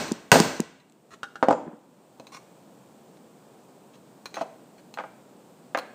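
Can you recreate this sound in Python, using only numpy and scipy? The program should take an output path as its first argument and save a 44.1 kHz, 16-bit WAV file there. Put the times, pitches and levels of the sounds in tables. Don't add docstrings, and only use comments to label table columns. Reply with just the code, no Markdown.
import sys
import numpy as np
from scipy import signal
from scipy.fft import rfft, irfft, next_fast_len
from scipy.io import wavfile
from scipy.ndimage import uniform_filter1d

SR = 44100
rng = np.random.default_rng(int(sys.argv[2]) if len(sys.argv) > 2 else 0)


def store_wav(level_fs):
    pcm = np.round(np.clip(np.atleast_2d(level_fs), -1, 1) * 32767)
    wavfile.write(sys.argv[1], SR, pcm.T.astype(np.int16))


N = 261954
LEAD = SR // 5
TIME = np.arange(-LEAD, N) / SR
AGE = np.arange(SR // 2) / SR

# start_s, level_db
BLOWS = [(-0.166, -2.5), (0.317, 3.5)]
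# pitch_hz, level_db, t60_s
FREE_LID_MODES = [(1180, -18, .08), (2330, -16, .07), (2510, -14, .07), (4030, -11, .05), (4280, -14, .08),
                  (6400, -15, .12), (9200, -17, .06), (10600, -26, .06), (12300, -25, .06)]


def amp(db):
    return 10 ** (np.asarray(db) / 20)


def dying(t60, age=AGE):
    return np.exp(-np.log(1000) * age / t60)


def cut(x, hz, kind="low", order=2):
    sos = signal.butter(order, np.clip(hz, 10, .45 * SR), kind, fs=SR, output="sos")
    return signal.sosfilt(sos, x + 1e-18)


def noise(spectrum, size):
    hz, db = np.transpose(spectrum)
    padded = next_fast_len(size)
    log_hz = np.log(np.fft.rfftfreq(padded, 1 / SR) + 1)
    colour = amp(np.interp(log_hz, np.log(hz), db))
    x = irfft(rfft(rng.standard_normal(padded)) * colour, padded)[:size]
    return x / x.std()


def add(track, s, sound):
    part = track[max(LEAD + round(s * SR), 0):][:len(sound)]
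    part += sound[:len(part)]


def ring(modes, scatter_db, detune=0.0):
    out = np.zeros(len(AGE))
    for k, (hz, db, t60) in enumerate(modes):
        stir, shift = rng.standard_normal(2)
        tone = np.sin(2 * np.pi * hz * (1 + detune * shift) * AGE)
        out += (-1) ** k * amp(db + scatter_db * stir) * tone * dying(t60)
    return out


def crack(spectrum, t60):
    return noise(spectrum, len(AGE)) * dying(t60)


def bounces(s, db, loss_db, count=3, first_flight_s=0.012, shrink=0.6):
    for k in range(count):
        yield s, db - k * loss_db
        s += first_flight_s * shrink ** k


def room_noise(level_db=-53):
    # freq_hz, density_db
    spectrum = [(24, -82.5), (40, -23), (96, -23), (129, -6.5), (207, -0.5), (241, -2.5), (427, -6.5),
                (461, -5.5), (838, -11), (2010, -27.5), (2450, -26.5), (6010, -31.5), (8110, -26),
                (10700, -39), (15500, -33)]
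    return amp(level_db) * cut(noise(spectrum, len(TIME)), 70, "high")


def room_echo(x, build_s=0.0085):
    # centre_hz, level_db, t60_s
    bands = [(60, -10.5, 0.71), (154, -4, 0.57), (298.1, 0, 0.59), (620, -2, 0.48), (1210, -5.5, 0.55),
             (2380, -2, 0.64), (4930, -1.5, 0.46), (7993, 0.5, 0.47), (11000, 10.5, 0.14),
             (16100, 0.5, 0.12)]
    age = np.arange(SR) / SR
    log_hz = np.log(np.fft.rfftfreq(SR, 1 / SR) + 1)
    log_centres = np.log([hz for hz, _, _ in bands])
    white = rfft(rng.standard_normal(SR))
    tail = np.zeros(SR)
    for (_, db, t60), weights in zip(bands, np.eye(len(bands))):
        band = irfft(white * np.interp(log_hz, log_centres, weights))
        tail += amp(db) * band * dying(t60, age)
    tail *= 1 - np.exp(-age / build_s)
    return signal.fftconvolve(x, tail / np.linalg.norm(tail))[:len(x)]


def near_echoes(x):
    # delay_s, level_db
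    reflections = [(.0047, -13), (.0074, -9), (.0102, -16), (.0165, -18), (.0215, -20)]
    return x + sum(amp(db) * np.interp(TIME - delay, TIME, x) for delay, db in reflections)


def recorder_jolts(growth=1.7):
    # pitch_hz, level_db, t60_s
    case_modes = [(165, -11, .07), (225, -4, .05), (330, -3, .03), (440, -6, .025), (950, -15, .015),
                  (1700, -19, .01)]
    # freq_hz, density_db
    tick_spectrum = [(500, -23.5), (3000, -1.5), (4200, -1.5), (7500, 3), (9000, -11.5), (12000, -13),
                     (14000, -23.5)]
    # delay_s, thump_db, tick_lag_s, tick_db
    rocks = [(0.083, 3, 0.0013, -0.5), (0.2806, -6, 0.0058, -15.5)]
    # start_s, level_db
    bumps = [(1.665, -21), (1.677, -19), (1.730, -25.5)]
    # start_s, level_db
    faint_ticks = [(0.898, -42.5), (0.923, -45)]
    out = np.zeros(len(TIME))
    thumps, ticks = [], []
    for s, db in BLOWS:
        rock_db = growth * db
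        for delay, thump_db, lag, tick_db in rocks:
            thumps.append((s + delay, rock_db + thump_db))
            ticks.append((s + delay + lag, rock_db + tick_db))
    for s, db in thumps + list(bumps):
        add(out, s, amp(db) * cut(ring(case_modes, scatter_db=1.0), 3500))
    for s, db in ticks + list(faint_ticks):
        add(out, s, amp(db) * crack(tick_spectrum, t60=.005))
    return out


def lid_slides(slips_per_s=1500, swell_db_per_s=57):
    # start_s, length_s, level_db
    slides = [(1.107, 0.039, -45.5), (2.320, 0.053, -47), (3.934, 0.029, -59), (4.362, 0.062, -50),
              (4.779, 0.021, -61.5)]
    # freq_hz, density_db
    slip_spectrum = [(20, -59), (300, 1), (1300, 4.5), (2500, -3), (4000, -6.5), (6000, -5.5), (8300, -12),
                     (10000, -78), (15000, -27)]
    out = np.zeros(len(TIME))
    for start, length, db in slides:
        slips = (rng.random(len(AGE)) < slips_per_s / SR) * rng.standard_normal(len(AGE))
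        pressure = amp(db + swell_db_per_s * AGE) * (AGE < length)
        tin = ring(FREE_LID_MODES, scatter_db=2.0, detune=.01) * dying(.04)
        tin += amp(3) * crack(slip_spectrum, t60=.02)
        add(out, start, signal.fftconvolve(slips / slips.std() * pressure, tin / np.linalg.norm(tin)))
    return out


def lid_strikes(bright_hz=6500, nick_db=-21, rebound_s=0.247, rebound_db=-27, rebound_t60_s=0.12):
    # start_s, level_db
    taps = [(1.2318, -14), (1.3564, -24)]
    # pitch_hz, level_db, t60_s
    held_modes = [(810, -25, .12), (1180, -17, .04), (1400, -2, .022), (1490, -24, .18), (1610, -25, .18),
                  (1760, -19, .04), (2800, -20, .025), (3750, -22, .04)]
    # start_s, level_db, damping_t60_s
    clinks = [(0.8, -45, 0.26), (2.198, -37.5, 0.04), (2.269, -34.5, 0.066), (3.17, -53.5, 0.11),
              (4.257, -26.5, 0.17), (4.342, -29.5, 0.14), (4.356, -32, 0.25), (4.415, -35, 0.12),
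              (4.9403, -31, 0.028), (5.7742, -20.5, 0.014), (5.7871, -23.5, 0.026)]
    # freq_hz, density_db
    tin_spectrum = [(20, -42.5), (200, -0.5), (900, 4), (2500, -2), (4200, -2), (8000, -5), (10000, -9.5),
                    (15000, -10.5)]
    # freq_hz, density_db
    nick_spectrum = [(200, -45), (3000, -13), (8000, -12.5), (11500, -14), (14000, -3.5), (15500, -0.5)]
    out = np.zeros(len(TIME))
    for s, db in taps:
        tin = ring(held_modes, scatter_db=1.0, detune=.01)
        tin += amp(-17) * cut(crack(tin_spectrum, t60=.045), 7000)
        add(out, s, amp(db) * tin)
    rebounds = [(s + rebound_s, db + rebound_db, rebound_t60_s) for s, db in BLOWS]
    for s, db, damping_t60 in rebounds + list(clinks):
        tin = ring(FREE_LID_MODES, scatter_db=2.0, detune=.006)
        tin += amp(-5) * crack(tin_spectrum, t60=.035)
        nick = amp(nick_db) * crack(nick_spectrum, t60=0.043)
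        add(out, s, amp(db) * (cut(tin, bright_hz) * dying(damping_t60) + nick))
    return out


def tool_knocks(push_db=10.5, click_db=-23.5, click_hz=(2500, 8300), hop_bright_hz=684, hop_loss_db=6):
    # flight_s, level_re_blow_db
    tool_hops = [(0.008, 4.5), (0.0391, 4.5)]
    # start_s, level_db, brightness_hz, loss_per_bounce_db
    knocks = [(1.4275, -2, 1040, 12), (1.4852, -0.5, 844, 17), (1.5020, -8.5, 900, 18),
              (1.5085, 0, 886, 14), (1.5265, -3, 860, 18), (2.1985, -29.5, 615, 17),
              (4.3690, -22.5, 1500, 8.5), (4.4114, -18.5, 1026, 10.5), (4.9742, -30.5, 2240, 14),
              (4.9867, -22.5, 1930, 4.5), (5.0385, -30.5, 1500, 18), (5.7480, -13.5, 1940, 27),
              (5.7747, -19.5, 1670, 10)]
    # pitch_hz, level_db, t60_s
    table_modes = [(130, -25, .06), (220, -19, .06), (320, -13, .06), (480, -11, .045), (570, -8, .04),
                   (690, -8, .035), (780, -5, .036), (890, -6, .025), (1030, -8, .022), (1190, -9, .035),
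                   (1620, -13, .025)]
    # freq_hz, density_db
    knock_spectrum = [(20, -14), (70, -7.5), (150, -3.5), (300, 1.5), (410, -7.5), (520, 7), (850, 10.5),
                      (1300, 2), (2000, 1), (3200, -2.5), (4500, -5.5), (8000, -7.5), (10000, -20),
                      (15000, -13)]
    # start_s, level_db
    punch_drops = [(1.5080, -44)]
    # pitch_hz, level_db, t60_s
    loose_punch_modes = [(6700, -2, .12), (7170, 0, .26), (7700, -4, .1), (8300, -4, .08)]
    out = np.zeros(len(TIME))
    push = amp(push_db) * dying(.0011)
    hops = [(s + flight, db + hop_db, hop_bright_hz, hop_loss_db)
            for s, db in BLOWS for flight, hop_db in tool_hops]
    for start, first_db, bright_hz, loss_db in hops + list(knocks):
        for s, db in bounces(start, first_db, loss_db):
            body = ring(table_modes, scatter_db=1.5, detune=.04)
            body += amp(-1) * crack(knock_spectrum, t60=.04)
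            wood = cut(push, bright_hz) + cut(body, bright_hz, order=3)
            wood = cut(wood, 0.27 * bright_hz, "high")
            click = amp(click_db) * cut(crack(knock_spectrum, t60=.03), click_hz, "band", order=3)
            add(out, s, amp(db) * (wood + click))
    for s, db in punch_drops:
        add(out, s, amp(db) * ring(loose_punch_modes, scatter_db=2.0))
    return out


def hammer():
    # pitch_hz, level_db, t60_s
    punch_modes = [(110, -11, .1), (158, -7, .16), (215, -13, .3), (415, -8, .18), (460, -3, .08),
                   (715, -16, .2), (820, -18, .2), (935, -18, .2), (1500, -2, .04), (1620, -2, .03),
                   (1930, -4, .035), (2234, -7, .035), (2600, -2, .018), (2850, -4, .016), (4312, -25, .3),
                   (5477, -22, .12), (6029, -19, .38), (6670, -28, .3), (7531, -29, .35), (8651, -27, .22),
                   (9050, -27, .25)]
    # freq_hz, density_db
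    blow_spectrum = [(30, -14), (80, -4), (170, 1.5), (450, 3.5), (1000, 4.5), (1700, -3.5), (2700, -9.5),
                     (3400, -7), (4300, -5), (8300, -10.5), (10200, -26.5), (15000, -18)]
    out = np.zeros(len(TIME))
    for s, db in BLOWS:
        impact = amp(1.0) * cut(crack(blow_spectrum, t60=0.021), 1200, "high")
        shiver = amp(-8) * crack(blow_spectrum, t60=0.46)
        add(out, s, amp(db) * (impact + shiver + ring(punch_modes, scatter_db=1.0)))
    return out


def scene():
    blows = hammer()
    knocks = tool_knocks()
    lid = lid_strikes() + lid_slides()
    echo = room_echo(amp(-6.5) * blows + amp(-10.5) * knocks + amp(-13.5) * lid)
    close = near_echoes(blows + knocks + lid) + recorder_jolts()
    sounds = cut(close + echo, 55, "high")
    return (sounds + room_noise())[None, LEAD:]


def record(dry, threshold_db=-13, range_db=11.5, release_db_per_s=9.0, attack_s=0.0039, held_db=3.0):
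    power = uniform_filter1d(dry[0] ** 2, size=256)
    level_db = 10 * np.log10(np.maximum(power, 1e-12))
    excess_db = np.clip(level_db - threshold_db, 0, range_db)
    recovery_db = release_db_per_s * TIME[LEAD:]
    duck_db = np.maximum.accumulate(np.maximum(excess_db + recovery_db, held_db)) - recovery_db
    pole = np.exp(-1 / (attack_s * SR))
    duck_db = held_db + signal.lfilter([1 - pole], [1, -pole], duck_db - held_db)
    clipped = np.clip(dry * amp(-duck_db), -.85, .85)
    top_cut = signal.ellip(10, .1, 80, 15400, fs=SR, output="sos")
    return signal.sosfilt(top_cut, clipped)


dry = scene()
out = record(dry)
store_wav(out)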